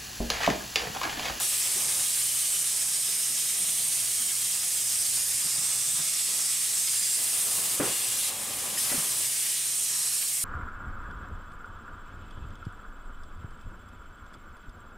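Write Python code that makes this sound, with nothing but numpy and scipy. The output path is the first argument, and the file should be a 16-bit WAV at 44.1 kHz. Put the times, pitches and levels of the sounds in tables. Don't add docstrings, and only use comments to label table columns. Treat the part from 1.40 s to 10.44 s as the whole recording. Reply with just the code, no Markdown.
import sys
import numpy as np
from scipy import signal
from scipy.io import wavfile
from scipy.ndimage import uniform_filter1d

SR = 44100
rng = np.random.default_rng(int(sys.argv[2]) if len(sys.argv) > 2 else 0)


def generate_wav(sig):
    pcm = np.round(np.clip(np.atleast_2d(sig).T, -1, 1) * 32767).astype(np.int16)
    wavfile.write(sys.argv[1], SR, pcm)


def how_loud(loudness_db):
    steps = np.asarray(loudness_db, float) / 20
    return 10 ** steps


N = 398663

AIR_OFF_S, AIR_ON_S = 6.888, 7.375
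CUT_FALL_S, CUT_RISE_S = 0.017, 0.008


def evened(x):
    return x / np.sqrt(np.mean(x ** 2) + 1e-20)


def smooth(x, size, axis=-1):
    return uniform_filter1d(uniform_filter1d(x, size, axis=axis), size, axis=axis)


def ramp(t, start, length):
    return np.clip((t - start) / max(length, 1e-3), 0, 1)


def bump(x, centre, width):
    return np.exp(-0.5 * ((x - centre) / width) ** 2)


def read(points, hz):
    f, value = np.transpose(points)
    return np.interp(np.log(hz + 1), np.log(f + 1), value)


def drift(shape, frames, bins):
    patches = smooth(rng.standard_normal(shape), frames, axis=0)
    return evened(uniform_filter1d(patches, size=bins, axis=1))


def grid(size):
    hop = size // 4
    return np.arange(N // hop + 5)[:, None] * hop / SR, np.fft.rfftfreq(size, 1 / SR)


def pair(gain, hz, size, wide_db=0):
    # (f/Hz, correlation)
    likeness = [(40, 1), (150, 0.94), (400, 0.95), (1000, 0.91), (2500, 0.77), (6000, 0.86), (10000, 0.96),
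                (15000, 0.93)]
    a, b, c, d = rng.standard_normal((4,) + gain.shape)
    same = np.clip(read(likeness, hz), -1, 1)
    share = np.clip(np.sqrt((1 - same) / 2) * how_loud(wide_db), 0, 1)
    mid = np.sqrt(1 - share ** 2) * (a + 1j * b)
    side = share * (c + 1j * d)
    z = np.array([mid + side, mid - side]) * gain
    return signal.istft(z.transpose(0, 2, 1), nperseg=size, noverlap=size * 3 // 4)[1][:, :N]


def bay(hz):
    # (f/Hz, width/Hz, level/dB)
    cavity = [(904, 38, -4.5), (1238, 35, 5), (1671, 22, 6), (2380, 17, -6.5), (2580, 17, -1),
              (3030, 220, 0.5), (6070, 320, -1.5), (6070, 33, 0.5), (11150, 120, 0.5)]
    return sum(db * bump(hz, f, width) for f, width, db in cavity)


def hum():
    # (f/Hz, level/dB rms)
    orders = [(61, -92), (122.2, -62.5), (183.3, -67.5), (244, -75.5), (305, -81), (408, -71.5)]
    t = np.arange(N) / SR
    waver = evened(smooth(rng.standard_normal((len(orders), N)), 4000))
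    out = np.zeros(N)
    for (hz, db), w in zip(orders, waver):
        out += how_loud(db + 3.8 + 1.2 * w) * np.sin(2 * np.pi * (hz * t + 0.06 * w))
    return out


def rustle():
    # (f/Hz, level/dB per Hz)
    colour = [(20, -4), (45, -16), (75, -8), (118, 2), (300, -1.5), (700, 1), (950, 1.5), (1500, -9.5),
              (2500, -6), (5000, -15)]
    # (t/s, level/dB, camera handling rumble re level/dB)
    wash = [
        (0, -59.5, -9),
        (1.2, -59.5, -8.5),
        (4.4, -59.5, -9),
        (4.8, -62, -16),
        (5.5, -61.5, -15),
        (6.4, -60, -14),
        (6.7, -61, -7),
        (8.1, -59.5, -12),
        (9.04, -63.5, -9),
    ]
    # (start t/s, length/s, level over the wash/dB, upper part/dB)
    moves = [(-.1, 0.099, 11, 10), (.1, 0.24, 4.5, 3), (.36, 0.24, 7.5, 5), (1.304, .2, 0, 8),
             (2.15, .45, 2, -2), (4.005, 0.33, 1, 9.5), (4.538, 0.084, 1, 11), (4.87, .14, 4.5, 9),
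             (5.753, 0.27, 6.5, 4), (6.05, 0.39, 10, 4), (6.388, 0.1, 18, -5), (6.505, 0.4, 7, 5),
             (6.87, .5, 11.5, 4.5), (7.422, .22, 10, 6), (7.666, 0.14, 6, 6), (8.48, 0.17, 1.5, 11.5)]
    rise_s, fall_s, rumble_share = 0.023, 0.087, 0.49
    t, hz = grid(size=1024)
    wash_s, wash_levels, rumble_levels = np.transpose(wash)
    wash_db = np.interp(t, wash_s, wash_levels)
    rumble_db = np.interp(t, wash_s, rumble_levels)

    shapes = [ramp(t, s, rise_s) - ramp(t, s + length, fall_s) for s, length, _, _ in moves]
    move_db = np.max([move[2] * shape for move, shape in zip(moves, shapes)], axis=0)
    upper_db = 2.5 + np.max([move[3] * shape for move, shape in zip(moves, shapes)], axis=0)
    boom_db = rumble_db - (1 - rumble_share) * move_db + 1.5 * drift((len(t), 1), frames=24, bins=1)

    field_db = read(colour, hz) + bay(hz) + wash_db + move_db
    field_db += (upper_db - 4.5) * np.clip((hz - 700) / 500, 0, 1)
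    field_db += (boom_db + 14) * np.clip((170 - hz) / 60, 0, 1)
    field_db += 0.75 * drift((len(t), 1), frames=5, bins=1)
    field_db += 0.39 * drift(field_db.shape, frames=6, bins=8)
    return how_loud(-9) * pair(how_loud(field_db), hz, size=1024)


def knocks():
    # (t/s, peak level/dB, f/Hz, upper part re peak/dB, t60/s)
    blows = [(.005, -43, 480, 14, 0.069), (.352, -40.5, 160, -14, 0.13), (.362, -32, 385, -5, 0.085),
             (0.439, -46, 170, -23, 0.34), (1.9, -43, 243, -16, 0.2), (2.191, -43.5, 200, -13, 0.26),
             (2.798, -41, 240, -8, .2), (3.77, -42, 121, 4, 0.093), (3.895, -44, 107, -22, 0.22),
             (3.945, -38, 95, -20, 0.12), (4.045, -36, 160, -19, 0.13), (4.181, -38, 141, -10, 0.16),
             (4.475, -42, 135, -16, 0.32), (4.53, -39, 153, -10, 0.11), (4.59, -35.5, 153, -3, 0.24),
             (4.91, -46, 397, -7, 0.15), (6.18, -35, 187, 1, 0.13), (6.397, -14, 368, -10, 0.33),
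             (7.411, -43, 222, -8, 0.18), (7.517, -25.5, 283, -5, 0.099), (7.522, -30, 568, -2, 0.14),
             (7.543, -24, 255, -6, .09), (7.577, -28, 153, -3, 0.17)]
    # (f/Hz, level/dB, t60/s)
    modes = [(140, -7, .6), (185, -9, .5), (250, -7, .5), (296, -4, .45), (334, 3, .45), (409, -6, .35),
             (463, -3, .35), (520, -6, .3), (600, -8, .25), (690, -13, .2), (1220, -9, .07),
             (1410, -13, .1), (1710, -15, .1)]
    out, t = np.zeros((2, N + SR)), np.arange(SR // 3) / SR
    stud = np.zeros(len(t))
    for k, (hz, db, t60) in enumerate(modes):
        sign = (-1) ** ((k + 1) // 2)
        stud += sign * how_loud(db - 60 * t / t60) * np.sin(2 * np.pi * hz * t)
    stud /= abs(stud).max()

    for s, db, hz, upper_db, t60 in blows:
        noise = rng.standard_normal((3, len(t)))
        ring = stud if db > -23 else 0.6 * np.sin(2 * np.pi * hz * t)
        low = signal.lfilter(*signal.butter(2, [0.65 * hz, 1.6 * hz], "band", fs=SR), noise)
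        high = signal.lfilter(*signal.butter(3, [500, 1800], "band", fs=SR), noise)
        scatter = evened(low) + how_loud(upper_db + 4) * evened(high)
        scatter = scatter[0] + 0.39 * scatter[1:]
        scatter = scatter * np.minimum(t / 0.0015, 1)
        start = round(s * SR)
        out[:, start:start + len(t)] += (0.8 * ring + 0.26 * scatter) * how_loud(db - 60 * t / t60)
    return out[:, :N]


def ticks():
    # (t/s, peak level/dB, f/Hz, t60/s)
    rings = [
        (6.812, -34, 3650, .06),
        (7.374, -32, 1850, .08),
        (7.376, -30.5, 5200, .11),
        (7.378, -33, 3000, .05),
        (7.378, -29, 10300, .07),
        (7.497, -41, 1980, .2),
        (7.516, -40, 1970, .15),
    ]
    out, t = np.zeros(N + SR), np.arange(SR // 5) / SR
    for s, db, hz, t60 in rings:
        ring = np.sin(2 * np.pi * hz * t) + 0.6 * np.sin(2 * np.pi * 1.03 * hz * t + 1)
        start = round(s * SR)
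        out[start:start + len(t)] += how_loud(db - 60 * t / t60) * ring * np.minimum(t / 0.00057, 1)
    return out[:N]


def spatter():
    size = how_loud(1.7 * np.minimum(rng.exponential(1, N), 4))
    clicks = size * (rng.random(N) < 90 / SR) * rng.choice([-1, 1], N)
    grains = signal.lfilter(*signal.butter(1, [900, 6000], "band", fs=SR), clicks)
    return how_loud(-61.5) * evened(grains)


def whistles():
    # (middle t/s, length/s, f/Hz, level/dB rms)
    edge_tones = [
        (.96, .08, 3030, -50),
        (1.17, .05, 3000, -53),
    ]
    t = np.arange(N) / SR
    pitch_wobble, level_wobble = evened(smooth(rng.standard_normal((2, N)), 500))
    tones = np.zeros(N)
    for s, length, hz, db in edge_tones:
        tones += how_loud(db + 6) * bump(t, s, length) * np.sin(2 * np.pi * (hz * t + 0.13 * pitch_wobble))
    return tones * how_loud(2.9 * level_wobble)


def air_cut(t):
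    return ramp(t, AIR_OFF_S, CUT_FALL_S) - ramp(t, AIR_ON_S, CUT_RISE_S)


def valve_db(t):
    leak_db = -5 + 5.5 * (t - AIR_OFF_S)
    burst = ramp(t, AIR_ON_S, CUT_RISE_S) * np.exp(-abs(t - AIR_ON_S) / 0.03)
    return -25.8 + air_cut(t) * leak_db + 1.5 * burst


def jet():
    # (f/Hz, level/dB per Hz)
    colour = [(400, -34.5), (800, -26), (1500, -20.5), (2000, -14.5), (3000, -12), (4200, -9), (5300, -7),
              (6800, -2.5), (7600, 0.5), (8600, 0), (10000, -1), (11500, -3), (13500, -6.5), (15800, -13.5)]
    # (t/s, turn toward the camera 0-1, sharpness/dB, core peak f/Hz, side lobe f/Hz)
    aim = [(0, 0.95, 0, 8650, 5050), (.45, .5, -1, 8750, 4940), (.95, 0.45, 0.8, 8900, 6500),
           (1.35, 0, -0.16, 8560, 5100), (2, 0.2, 0.2, 8550, 5300), (2.45, 0.2, 0.1, 8900, 5940),
           (3.0, 0.2, .3, 8650, 5440), (3.85, .1, .3, 9100, 4900), (4.3, 0.06, -1, 8440, 5140),
           (5.3, 0.33, -1, 8500, 5240), (5.7, 0.4, 0, 8800, 5000), (6.2, 0.7, 1.5, 9300, 5230),
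           (6.5, 1, -2, 8750, 5000), (7.6, 1, -.5, 9200, 5200), (8.1, 0.6, -0.7, 8800, 5170),
           (8.38, 0.1, -.3, 8800, 6300), (8.65, 0.34, -0.7, 8700, 5470), (9.04, 0.2, 3, 8900, 5700)]
    # (t/s, f/Hz, length/s, level/dB)
    glints = [(1.0, 3050, .16, 6), (1.31, 9040, .2, 3), (1.77, 4390, .23, -3), (1.77, 5150, .3, 3.5),
              (1.85, 7490, .3, -4), (2.4, 11110, .14, 4), (2.41, 5080, .15, -4), (2.72, 7670, .4, -3),
              (3.57, 8180, .15, 3.5), (3.84, 4800, .23, 4), (4.46, 3530, .18, 4), (4.65, 3010, .7, -4),
              (5.38, 7700, .06, 4), (5.48, 4950, .035, 8), (5.58, 7350, .03, 6), (5.63, 4800, .02, 6),
              (5.7, 7550, .035, 6), (6.22, 2850, .06, 5.5), (6.37, 2240, .26, -4), (6.46, 5430, .23, -3),
              (6.65, 2850, .17, 5.5), (6.65, 3200, .15, 3), (6.65, 12490, .13, 4), (6.79, 10250, .14, 4),
              (8.6, 11370, .13, 5), (8.66, 3360, .17, -4), (8.66, 5600, .12, 2), (8.68, 4050, .15, 3)]
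    t, hz = grid(size=512)
    aim_s, *aim_columns = np.transpose(aim)
    turn, sharp_db, core_hz, lobe_hz = (np.interp(t, aim_s, column) for column in aim_columns)
    cut = air_cut(t)
    top_db = -2.5 + 3.6 * turn - 1.3 * cut + 0.79 * sharp_db
    body_db = -3.5 + 0.44 * turn - 2.3 * cut - 0.76 * sharp_db
    base_db = -4.5 + 2.9 * turn - 0.57 * sharp_db

    field_db = read(colour, hz) + bay(hz)
    field_db = field_db + (4.9 - 2.2 * cut) * bump(hz, core_hz, 610 + 220 * turn)
    lobe_db = 1.5 * bump(hz, lobe_hz, 280)
    lobe_db -= 2 * bump(hz, 0.84 * lobe_hz, 510)
    field_db += (1 - turn) * lobe_db
    below_core = np.clip((7200 - hz) / 1400, 0, 1)
    below_body = np.clip((4200 - hz) / 800, 0, 1)
    field_db += top_db * np.clip((hz - 10000) / 2500, 0, 1.3)
    field_db += (7 + body_db) * (below_core - below_body) + (8 + base_db) * below_body
    for s, f, length, db in glints:
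        field_db += db * bump(hz, f, 0.024 * f) * bump(t, s, length)
    field_db += 0.85 * drift(field_db.shape, frames=70, bins=4)
    field_db += 0.8 * drift(field_db.shape, frames=7, bins=14)
    field_db += (0.3 + 0.55 * below_body) * drift((len(t), 1), frames=5, bins=1)

    wide_db = (2.5 - 5 * turn) * np.clip((hz - 9500) / 2000, 0, 1)
    hiss = evened(pair(how_loud(field_db), hz, size=512, wide_db=wide_db))
    time = np.arange(N) / SR
    pan_db = -1.9 + 2 * np.interp(time, t[:, 0], turn[:, 0])
    return how_loud(valve_db(time) + pan_db * [[0.5], [-0.5]] - 1.59) * hiss


def room(x, t60=0.14, wet_db=-9.0, turns_per_s=0.606):
    at = np.arange(130, SR // 3, 20)
    turn, out = np.pi * turns_per_s * np.arange(N) / SR, x.copy()
    for k in range(3):
        tail = np.zeros(SR // 3 + 20)
        signs = rng.choice([-1., 1.], len(at))
        tail[at + rng.integers(0, 20, len(at))] = signs * how_loud(-60 * at / SR / t60)
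        tail /= np.linalg.norm(tail)
        share = np.sqrt(2 / 3) * np.cos(turn + k * np.pi / 3)
        out += how_loud(wet_db) * signal.oaconvolve(x * share, tail[None], axes=1)[:, :N]
    return out / np.sqrt(1 + how_loud(2 * wet_db))


def scene():
    # (t/s, level/dB)
    duck = [
        (6.355, 0.5),
        (6.37, -2.8),
        (6.392, -1),
        (6.4, -6),
        (6.43, -4.5),
        (6.46, -1.5),
        (6.8, -1.5),
        (6.85, -0.5),
    ]
    duck_db = np.interp(np.arange(N) / SR, *np.transpose(duck))
    steady = room(jet() + spatter()) + hum()
    return how_loud(duck_db) * steady + room(rustle()) + ticks() + knocks() + whistles()


def band_limit(x):
    return signal.sosfilt(signal.butter(12, 15930, fs=SR, output="sos"), x)


def record(dry):
    low_pass = signal.firwin(511, 15790, window=("kaiser", 9), fs=SR)
    limited = signal.oaconvolve(dry, low_pass[None], "same", axes=1)
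    return band_limit(limited)


dry = scene()
out = record(dry)
generate_wav(out)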